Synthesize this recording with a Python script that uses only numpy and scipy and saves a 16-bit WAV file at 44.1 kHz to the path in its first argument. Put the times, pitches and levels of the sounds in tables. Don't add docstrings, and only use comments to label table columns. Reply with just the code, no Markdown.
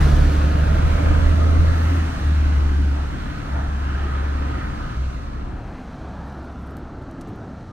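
import sys
import numpy as np
from scipy import signal
from scipy.fft import rfft, irfft
from scipy.io import wavfile
from scipy.ndimage import uniform_filter1d, map_coordinates

SR = 44100
rng = np.random.default_rng(int(sys.argv[2]) if len(sys.argv) > 2 else 0)


def dump_mix(stems):
    frames = np.atleast_2d(stems).T
    limited = np.clip(frames, -1, 1)
    pcm = np.round(limited * 32767).astype(np.int16)
    wavfile.write(sys.argv[1], SR, pcm)


N = 340452
T = np.arange(N) / SR
FREQ = np.maximum(np.arange(N // 2 + 1) * SR / N, 1)
OPPOSED = np.array([[1], [-1]])


def undb(db):
    return 10 ** (np.asarray(db) / 20)


def curves(table):
    s, *columns = np.transpose(table)
    return [np.interp(T, s, c) for c in columns]


def by_frequency(table):
    hz, *columns = np.transpose(table)
    return [np.interp(np.log(FREQ), np.log(hz), c) for c in columns]


def filtered(x, response):
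    return irfft(rfft(x) * response, N)


def resonance(hz, width_hz):
    return 1 / (1 + 1j * (FREQ ** 2 - hz ** 2) / (FREQ * width_hz))


def ring(x, modes):
    power = sum(undb(db) ** 2 * abs(resonance(hz, 2 * half_width)) ** 4 for hz, half_width, db in modes)
    return filtered(x, np.sqrt(power))


def noise():
    return rng.standard_normal((2, N))


def walk(rate):
    hold = max(int(SR / rate), 1)
    steps = np.repeat(rng.standard_normal(N // hold + 1), hold)
    return 1.8 * uniform_filter1d(uniform_filter1d(steps, hold), hold)[:N]


def level(x, db):
    return x * undb(db) / np.sqrt(np.mean(x ** 2))


def step(s, length_s):
    return (1 + np.tanh((T - s) / length_s)) / 2


def surges(rows, attack_s):
    gain = np.zeros(N)
    for start, end, db, swell_db, release_s in rows:
        attack = np.clip((T - start) / attack_s, 0, 1)
        held = undb(db + swell_db * (np.clip(T, start, end) - start))
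        gain = np.maximum(gain, attack * held * np.exp(-np.maximum(T - end, 0) / release_s))
    return gain


def passes(rows):
    return np.sqrt(sum((undb(db) / (1 + ((T - s) / half_s) ** 2)) ** 2 for s, db, half_s in rows))


# start_s, firing_rate_hz
ENGINE_SPEED = [(0, 71.84), (.25, 71.63), (.9, 76.17), (1.55, 79.93), (1.95, 80.66), (2.2, 73.96),
                (2.85, 71), (3.4, 68.96), (4.35, 69.85), (4.7, 67.62), (4.95, 64.35), (5.6, 64.13),
                (5.9, 68.2), (7.72, 68.65)]


def crankshaft():
    return np.cumsum(curves(ENGINE_SPEED)[0] * (1 + .004 * walk(20))) / SR


# start_s, load (0-1)
ENGINE_LOAD = [(0, 0.44), (.13, 0.08), (.55, 0.23), (.8, 0.42), (1.08, 0.55), (1.35, 0.4), (1.6, 0.35),
               (1.9, 0.6), (2.2, 0.38), (3.2, 0.39), (3.8, 0.57), (3.96, 0.81), (4.55, 0.94), (4.9, 0.73),
               (5.02, 0.45), (5.5, 0.54), (7.72, 0.4)]
CRUISE_HZ = 73.4


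def loaded(part_db):
    idle_db, rise_db, db_per_hz = part_db
    return idle_db + rise_db * curves(ENGINE_LOAD)[0] + db_per_hz * (curves(ENGINE_SPEED)[0] - CRUISE_HZ)


START_M, ROAD_M_S, ACCEL_M_S2 = 6, 2.69, 0.73
SCREEN_S, SCREEN_LENGTH_S, SCREEN_DB, SCREEN_DB_PER_S = 5.49, 0.31, -5, -2


def nearness():
    distance_m = START_M + ROAD_M_S * T + ACCEL_M_S2 * T ** 2 / 2
    screen_db = SCREEN_DB * step(SCREEN_S, SCREEN_LENGTH_S) + SCREEN_DB_PER_S * np.maximum(T - SCREEN_S, 0)
    return START_M / distance_m * undb(screen_db)


SHIFT_S, SHIFT_LENGTH_S = 1.86, 0.18


def first_gear():
    return 1 - step(SHIFT_S, SHIFT_LENGTH_S)


def firings(turns, decay=.35, steady=.5, scatter_db=2.5):
    count = turns.astype(int)
    strength = undb(scatter_db * rng.standard_normal(count[-1] + 1))[count]
    return noise() * (steady + strength * np.exp(-(turns % 1) / decay))


def tone(turns, overtones, waver_db=.5):
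    angle = 2 * np.pi * turns
    out = np.cos(angle) * undb(waver_db * walk(24.68))
    for multiple, db in overtones:
        out = out + undb(db + 1.7 * walk(4.8)) * np.cos(multiple * angle + .5 * walk(8.2))
    return level(out, 0)


# pitch_hz, line_level_db (relative)
CYLINDER_SPECTRUM = [(24, -2), (48, -7), (61, 1), (80, -6), (98, 1), (135, -3.5), (165, -5), (205, -8.5),
                     (258, -7), (292, -5.5), (315, -12.5), (360, -16.5), (400, -37)]
# unloaded_level_db, full_load_rise_db, speed_rise_db_per_hz
CYLINDER_STRENGTH = (-24, 0.5, 0)
CYLINDERS = 6


def cylinders(turns, count=32, waver_db=2.0, drift=0.33):
    hz, db = np.transpose(CYLINDER_SPECTRUM)
    cycle_hz = curves(ENGINE_SPEED)[0] / CYLINDERS
    out = np.zeros(N)
    for k in range(2, count):
        if k != CYLINDERS:
            line_db = np.interp(k * cycle_hz, hz, db) + waver_db * walk(3.09)
            phase = 2 * np.pi * (k * turns / CYLINDERS + rng.random()) + drift * walk(4.02)
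            out += undb(line_db) * np.cos(phase)
    return level(out, loaded(CYLINDER_STRENGTH))


# start_s, left_channel_lag_s, exhaust_left_minus_right_db
ROAD_BEARING = [(0, 0.000021, -0.9), (1.2, 0.00011, -2.2), (2.1, 0.000099, 0.5), (5.3, 0.000088, 0.5)]
# multiple of the firing rate, level_db
NOTE_OVERTONES = [(2, -34), (3, -37.5), (4, -38), (5, -36.5)]
# multiple of half the firing rate, level_db
HALF_RATE_OVERTONES = [(3, -11.5), (4, -8), (6, -18.5)]
# start_s, end_s, level_db, swell_db_per_s, release_s
THROTTLE_PULLS = [(-.1, .95, -15, -0.3, 0.34), (.96, 1.68, -13.5, 7.5, 0.22), (1.7, 2.0, -10, -2, 0.11),
                  (2.19, 2.88, -8.5, 0.5, 0.21), (3.46, 4.42, -13, 3.5, 0.34), (4.91, 5.08, -9, 0, 0.047),
                  (5.1, 5.4, -15, -5, 0.56), (5.96, 7.0, -12.5, -2.5, .12)]
# unloaded_level_db, full_load_rise_db, speed_rise_db_per_hz
RUMBLE_STRENGTH = (-25.5, 3.5, -0.85)
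PULL_ATTACK_S, COAST_DB = 0.085, -24.5
LUG_RUMBLE_DB = 5.5


def exhaust(turns):
    near = nearness()
    pan_db = curves(ROAD_BEARING)[1]
    boom = np.maximum(surges(THROTTLE_PULLS, PULL_ATTACK_S), undb(COAST_DB))
    waver = undb(0.083 * walk(9.1) / near)
    note = tone(turns, NOTE_OVERTONES, waver_db=0.04) * boom * waver
    throb = tone(turns / 2, HALF_RATE_OVERTONES, waver_db=3.0)
    mid, side = level(ring(noise(), [(30.2, 17, -6.0), (52, 24, -5.5)]), 0)
    loose = mid + undb(-19) * side * OPPOSED
    lope = np.clip(near, 0, 1)
    rumble_db = loaded(RUMBLE_STRENGTH) + LUG_RUMBLE_DB * first_gear()
    deep = (np.sqrt(lope) * throb + np.sqrt(1 - lope) * loose) * undb(rumble_db)
    return (note + deep + cylinders(turns)) * near * undb(np.array([pan_db, -pan_db]) / 2)


# pitch_hz, half_width_hz, level_db (relative)
BODY_MODES = [(107, 82, 6.5), (137, 12, -4), (221, 160, -8.5), (321, 42, -19)]
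# pitch_hz, half_width_hz, level_db (relative)
BAY_MODES = [(1330, 680, -5.5), (1584, 420, -1.5), (2600, 760, -10.5)]
# pitch_hz, half_width_hz, level_db (relative)
ROAR_MODES = [(810, 220, -3.5), (1058, 294, 0.5)]
# unloaded_level_db, full_load_rise_db, speed_rise_db_per_hz
DRONE_STRENGTH = (-28, 3.5, 0)
CLATTER_STRENGTH = (-38, 10.5, 0.03)
GROWL_STRENGTH = (-45, 12, -0.4)
ROAR_STRENGTH = (-34.5, 12, 0)
# start_s, end_s, level_db, swell_db_per_s, release_s
PANEL_BUZZES = [(-.1, .9, -41, -1, .2), (.9, 1.18, -25.5, 0, .15), (1.3, 2.03, -29.5, 1, 0.15),
                (2.35, 2.95, -28, -4.5, .3), (4.15, 4.6, -28, -0.5, 0.19)]
# start_s, end_s, level_db, swell_db_per_s, release_s
NARROW_ROARS = [(-.1, 1.2, -47, -2, 0.19), (2.95, 4, -38, 7, .04), (3.84, 4.93, -28.5, 1, 0.033)]
BUZZ_ATTACK_S, NARROW_ROAR_ATTACK_S = 0.11, 0.069
LUG_GROWL_DB, LUG_DB_PER_HZ = -32, 0.78
KNOCK, KNOCK_DECAY = 0.41, 0.12


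def engine(turns):
    near = nearness()
    drone = ring(firings(turns, decay=0.28, steady=0.63, scatter_db=3.5), BODY_MODES)
    buzz = ring(firings(turns, decay=0.54, steady=0.2, scatter_db=2.5), [(286.5, 25.0, 0)])
    growl = ring(firings(turns, decay=0.91, steady=0.9, scatter_db=6.0), [(362, 63, -0.017), (496, 160, -0.98)])
    lugging = ring(firings(turns, decay=0.72, steady=0.98, scatter_db=0.0), [(528, 164, -0.26), (645, 83, -0.74)])
    knock = 1 + KNOCK * near * np.exp(-(turns / CYLINDERS % 1) / KNOCK_DECAY)
    clatter = ring(firings(turns, decay=0.44, steady=4.0, scatter_db=5) * knock, BAY_MODES)
    roar = ring(firings(turns, decay=0.65, steady=2.5, scatter_db=3.5), ROAR_MODES)
    half_rate_bursts = firings(turns / 2, decay=0.45, steady=1.5, scatter_db=2.5)
    narrow_roar = ring(half_rate_bursts, [(1250, 130, 0), (1430, 280, -4)])
    lug_db = LUG_GROWL_DB + LUG_DB_PER_HZ * (curves(ENGINE_SPEED)[0] - CRUISE_HZ)
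    out = level(drone, loaded(DRONE_STRENGTH))
    out += level(buzz, 0) * surges(PANEL_BUZZES, BUZZ_ATTACK_S)
    out += level(growl, loaded(GROWL_STRENGTH))
    out += level(lugging, lug_db) * first_gear()
    out += level(roar, loaded(ROAR_STRENGTH))
    out += level(clatter, loaded(CLATTER_STRENGTH) + .5 * walk(6.5))
    out += level(narrow_roar, 0) * surges(NARROW_ROARS, NARROW_ROAR_ATTACK_S)
    return near * out


# (per Hz, relative)
FAN_SPECTRUM = [(900, 2), (2200, 4), (3000, 0.5), (4100, 3.5), (4800, -2), (6100, -2), (7000, -7),
                (8000, -8), (10300, -12), (11800, -16), (15500, -18.5)]
# start_s, level_db
FAN_RUSH = [(0, -36.5), (.55, -42), (1.2, -41), (1.6, -42), (1.95, -41), (2.3, -43), (3.3, -47),
            (4.65, -48.5), (5.1, -48), (5.45, -55), (6.3, -56.5), (6.9, -60), (7.72, -57.5)]


def fan(dulling=0.47, top_db=2.5):
    rush = level(filtered(noise(), undb(by_frequency(FAN_SPECTRUM)[0])), 0)
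    top = filtered(rush, 1 / (1 + (9000 / FREQ) ** 6))
    top_gain = undb(top_db) * nearness() ** dulling
    return (rush + top * (top_gain - 1)) * undb(curves(FAN_RUSH)[0])


# (per Hz, relative)
TOWN_SPECTRUM = [(20, -15), (35, -9), (50, -4), (70, -4.5), (105, 2), (140, -0.5), (200, -1.5), (260, -2),
                 (340, -8), (470, -12.5), (750, -12), (1000, -23), (1350, -15.5), (1650, -23), (2100, -36),
                 (4300, -58), (8000, -72), (15500, -70)]
# (per Hz, relative)
TYRE_SPECTRUM = [(200, -29), (470, -12.5), (650, -2.5), (820, -1.5), (1050, -8), (1400, -9), (1750, -13),
                 (2200, -24), (5000, -62)]
# peak_s, level_db, half_length_s
TYRE_PASSES = [(.1, -35, 0.17), (2.15, -37, 0.14), (2.6, -40, 0.17), (2.99, -37.5, 0.046),
               (3.57, -36.5, 0.095), (4.0, -41.5, .07), (4.26, -44, 0.053), (4.63, -50, 0.042),
               (5.62, -45.5, 0.17), (6.2, -45, 0.3), (7.3, -51.5, 0.76)]
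# peak_s, level_db, half_length_s
HUM_PASSES = [(5.55, -47.5, 0.16), (7.2, -44.5, 0.25)]
# peak_s, rise_db, spread_s
ENGINE_SWELL = (6.5, 2.8, 0.56)
TOWN_DB = -38
FAR_HUM_HZ, FAR_HUM_HALF_WIDTH_HZ = 286, 100


def traffic():
    town = filtered(noise(), undb(by_frequency(TOWN_SPECTRUM)[0]))
    tyres = filtered(noise(), undb(by_frequency(TYRE_SPECTRUM)[0]))
    hum = ring(noise(), [(FAR_HUM_HZ, FAR_HUM_HALF_WIDTH_HZ, 0)])
    swell_db = .7 * walk(6)
    at_s, rise_db, spread_s = ENGINE_SWELL
    murmur_db = TOWN_DB + rise_db * np.exp(-((T - at_s) / spread_s) ** 2)
    murmur = level(town, murmur_db + swell_db)
    return murmur + level(tyres, swell_db) * passes(TYRE_PASSES) + level(hum, 0) * passes(HUM_PASSES)


def wander(pair, count=40, depth_db=2.0, rate=7., smooth_above_hz=3500, size=2048):
    hz, s, spectra = signal.stft(pair, SR, nperseg=size)
    band = np.interp(np.log(np.maximum(hz, 1)), np.log([150, 9000]), [0, count - 1])
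    chance = rng.standard_normal((count, count * 4))
    swell = map_coordinates(chance, np.meshgrid(band, s * rate, indexing="ij"), order=2, mode="mirror")
    depth = depth_db / (1 + (hz[:, None] / smooth_above_hz) ** 2)
    return signal.istft(spectra * undb(depth * swell), SR, nperseg=size)[1][:, :N]


# pitch_hz, bus_likeness (-1..1), traffic_likeness (-1..1), left_minus_right_db
MICROPHONE_PAIR = [(70, 0.57, 1, -0.5), (188, 0.88, 0.86, 1), (323, 0.4, 0.42, 0.5), (525, 0.24, 0.1, 1.5),
                   (824, -0.92, 0.13, .7), (1206, -0.76, 0.1, 0.5), (1228, 1, 0.85, -0.5),
                   (1460, 0.94, 1, -1.4), (2670, 0.43, 0.4, -2.5), (5060, 0.32, 0.3, -1.6),
                   (12000, -0.06, 0.1, -1.2)]
ECHO_S, ECHO_SHARE = 0.000666, 0.05


def ports(pair, likeness):
    pan_db = by_frequency(MICROPHONE_PAIR)[2]
    likeness = np.clip(likeness, -.999, .999)
    comb = 1 + ECHO_SHARE * np.exp(-2j * np.pi * FREQ * ECHO_S)
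    mid, side = rfft(pair) * comb * np.sqrt([(1 + likeness) / 2, (1 - likeness) / 2])
    left, right = irfft([(mid + side) * undb(pan_db / 2), (mid - side) * undb(-pan_db / 2)], N)
    return np.array([np.interp(T - curves(ROAD_BEARING)[0], T, left), right])


# peak_s, level_db, spread_s
WIND_PUFFS = [(.17, -25, 0.14), (.86, -21, 0.044), (1.095, -17, 0.037), (1.26, -21.5, 0.054),
              (1.59, -22.5, .15), (2.622, -27, 0.18)]
GUST_HZ, GUST_HALF_WIDTH_HZ, GUST_SIDE_DB, GUST_PAN_DB = 31, 19, -6, -0.5


def wind():
    mid, side = level(ring(noise(), [(GUST_HZ, GUST_HALF_WIDTH_HZ, 0)]), 0)
    puffs = sum(undb(db) * np.exp(-((T - s) / spread_s) ** 2 / 2) for s, db, spread_s in WIND_PUFFS)
    return (mid + undb(GUST_SIDE_DB) * side * OPPOSED) * puffs * undb(GUST_PAN_DB * OPPOSED / 2)


HISS_DB, HISS_HZ, HISS_HALF_WIDTH_HZ, HISS_SPREAD_S = -56, 10500, 4500, 0.11


def shift_hiss():
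    air = ring(noise(), [(HISS_HZ, HISS_HALF_WIDTH_HZ, 0)])
    return level(air, HISS_DB) * np.exp(-((T - SHIFT_S) / HISS_SPREAD_S) ** 2 / 2)


# start_s, peak_db, pitch_hz, t60_s
CLOSE_TICKS = [(6.2777, -55, 8500, .015), (6.298, -48, 4970, 0.03), (6.668, -55, 9980, 0.02),
               (6.708, -54, 9490, .03), (6.7688, -37, 10000, 0.004), (7.0215, -56, 6990, 0.041),
               (7.112, -46, 8010, 0.011), (7.211, -39.5, 7160, .02), (7.2158, -45, 6900, .02),
               (7.274, -51, 5500, .05), (7.2835, -55, 9000, .09), (7.3584, -56, 11000, .03)]
TICK_TAIL_DB, TICK_TAIL_T60_S = -23, .13
TICK_BODY_HZ, TICK_BODY_DB = 3900, -2
GRIT_FROM_S, GRIT_TO_S = 6.25, 6.72
GRIT_DB, GRIT_HZ, GRIT_T60_S = -59, 9000, 0.02


def ticks(count=26):
    def band(hz):
        return signal.butter(2, [hz * .65, min(hz * 1.4, SR * .45)], "band", fs=SR, output="sos")

    out = np.zeros(N)
    size = SR // 8
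    age = np.arange(size) / SR
    grit_s = GRIT_FROM_S + rng.random(count) * (GRIT_TO_S - GRIT_FROM_S)
    grit = [(s, GRIT_DB, GRIT_HZ, GRIT_T60_S) for s in grit_s]
    for s, db, hz, t60 in CLOSE_TICKS + grit:
        fade = undb(-60 * age / t60) + undb(TICK_TAIL_DB - 60 * age / TICK_TAIL_T60_S)
        bright, dull = rng.standard_normal((2, size)) * fade
        knock = undb(TICK_BODY_DB) * signal.sosfilt(band(TICK_BODY_HZ), dull)
        burst = signal.sosfilt(band(hz), bright) + knock
        start = int(s * SR)
        out[start:start + size] += (undb(db) * burst / abs(burst).max())[:N - start]
    return out


def scene():
    turns = crankshaft()
    bus_likeness, traffic_likeness, _ = by_frequency(MICROPHONE_PAIR)
    bus = ports(wander(engine(turns) + fan() + shift_hiss()), bus_likeness)
    street = ports(wander(traffic()), traffic_likeness)
    return exhaust(turns) + bus + street + wind() + ticks()


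MONO_FROM_S, MONO_AT_S, TOP_HZ = 5.31, 5.86, 15700


def record(dry):
    share = np.sin(np.pi / 2 * np.interp(T, [MONO_FROM_S, MONO_AT_S], [0, 1])) ** 2
    pair = np.array([dry[0], share * dry[0] + (1 - share) * dry[1]])
    rounded = pair / (1 + (pair / .9) ** 6) ** (1 / 6)
    eased = rounded * np.minimum(np.minimum(T, T[-1] - T) / .008, 1)
    return signal.sosfilt(signal.ellip(10, .2, 80, TOP_HZ, fs=SR, output="sos"), eased)


dry = scene()
out = record(dry)
dump_mix(out)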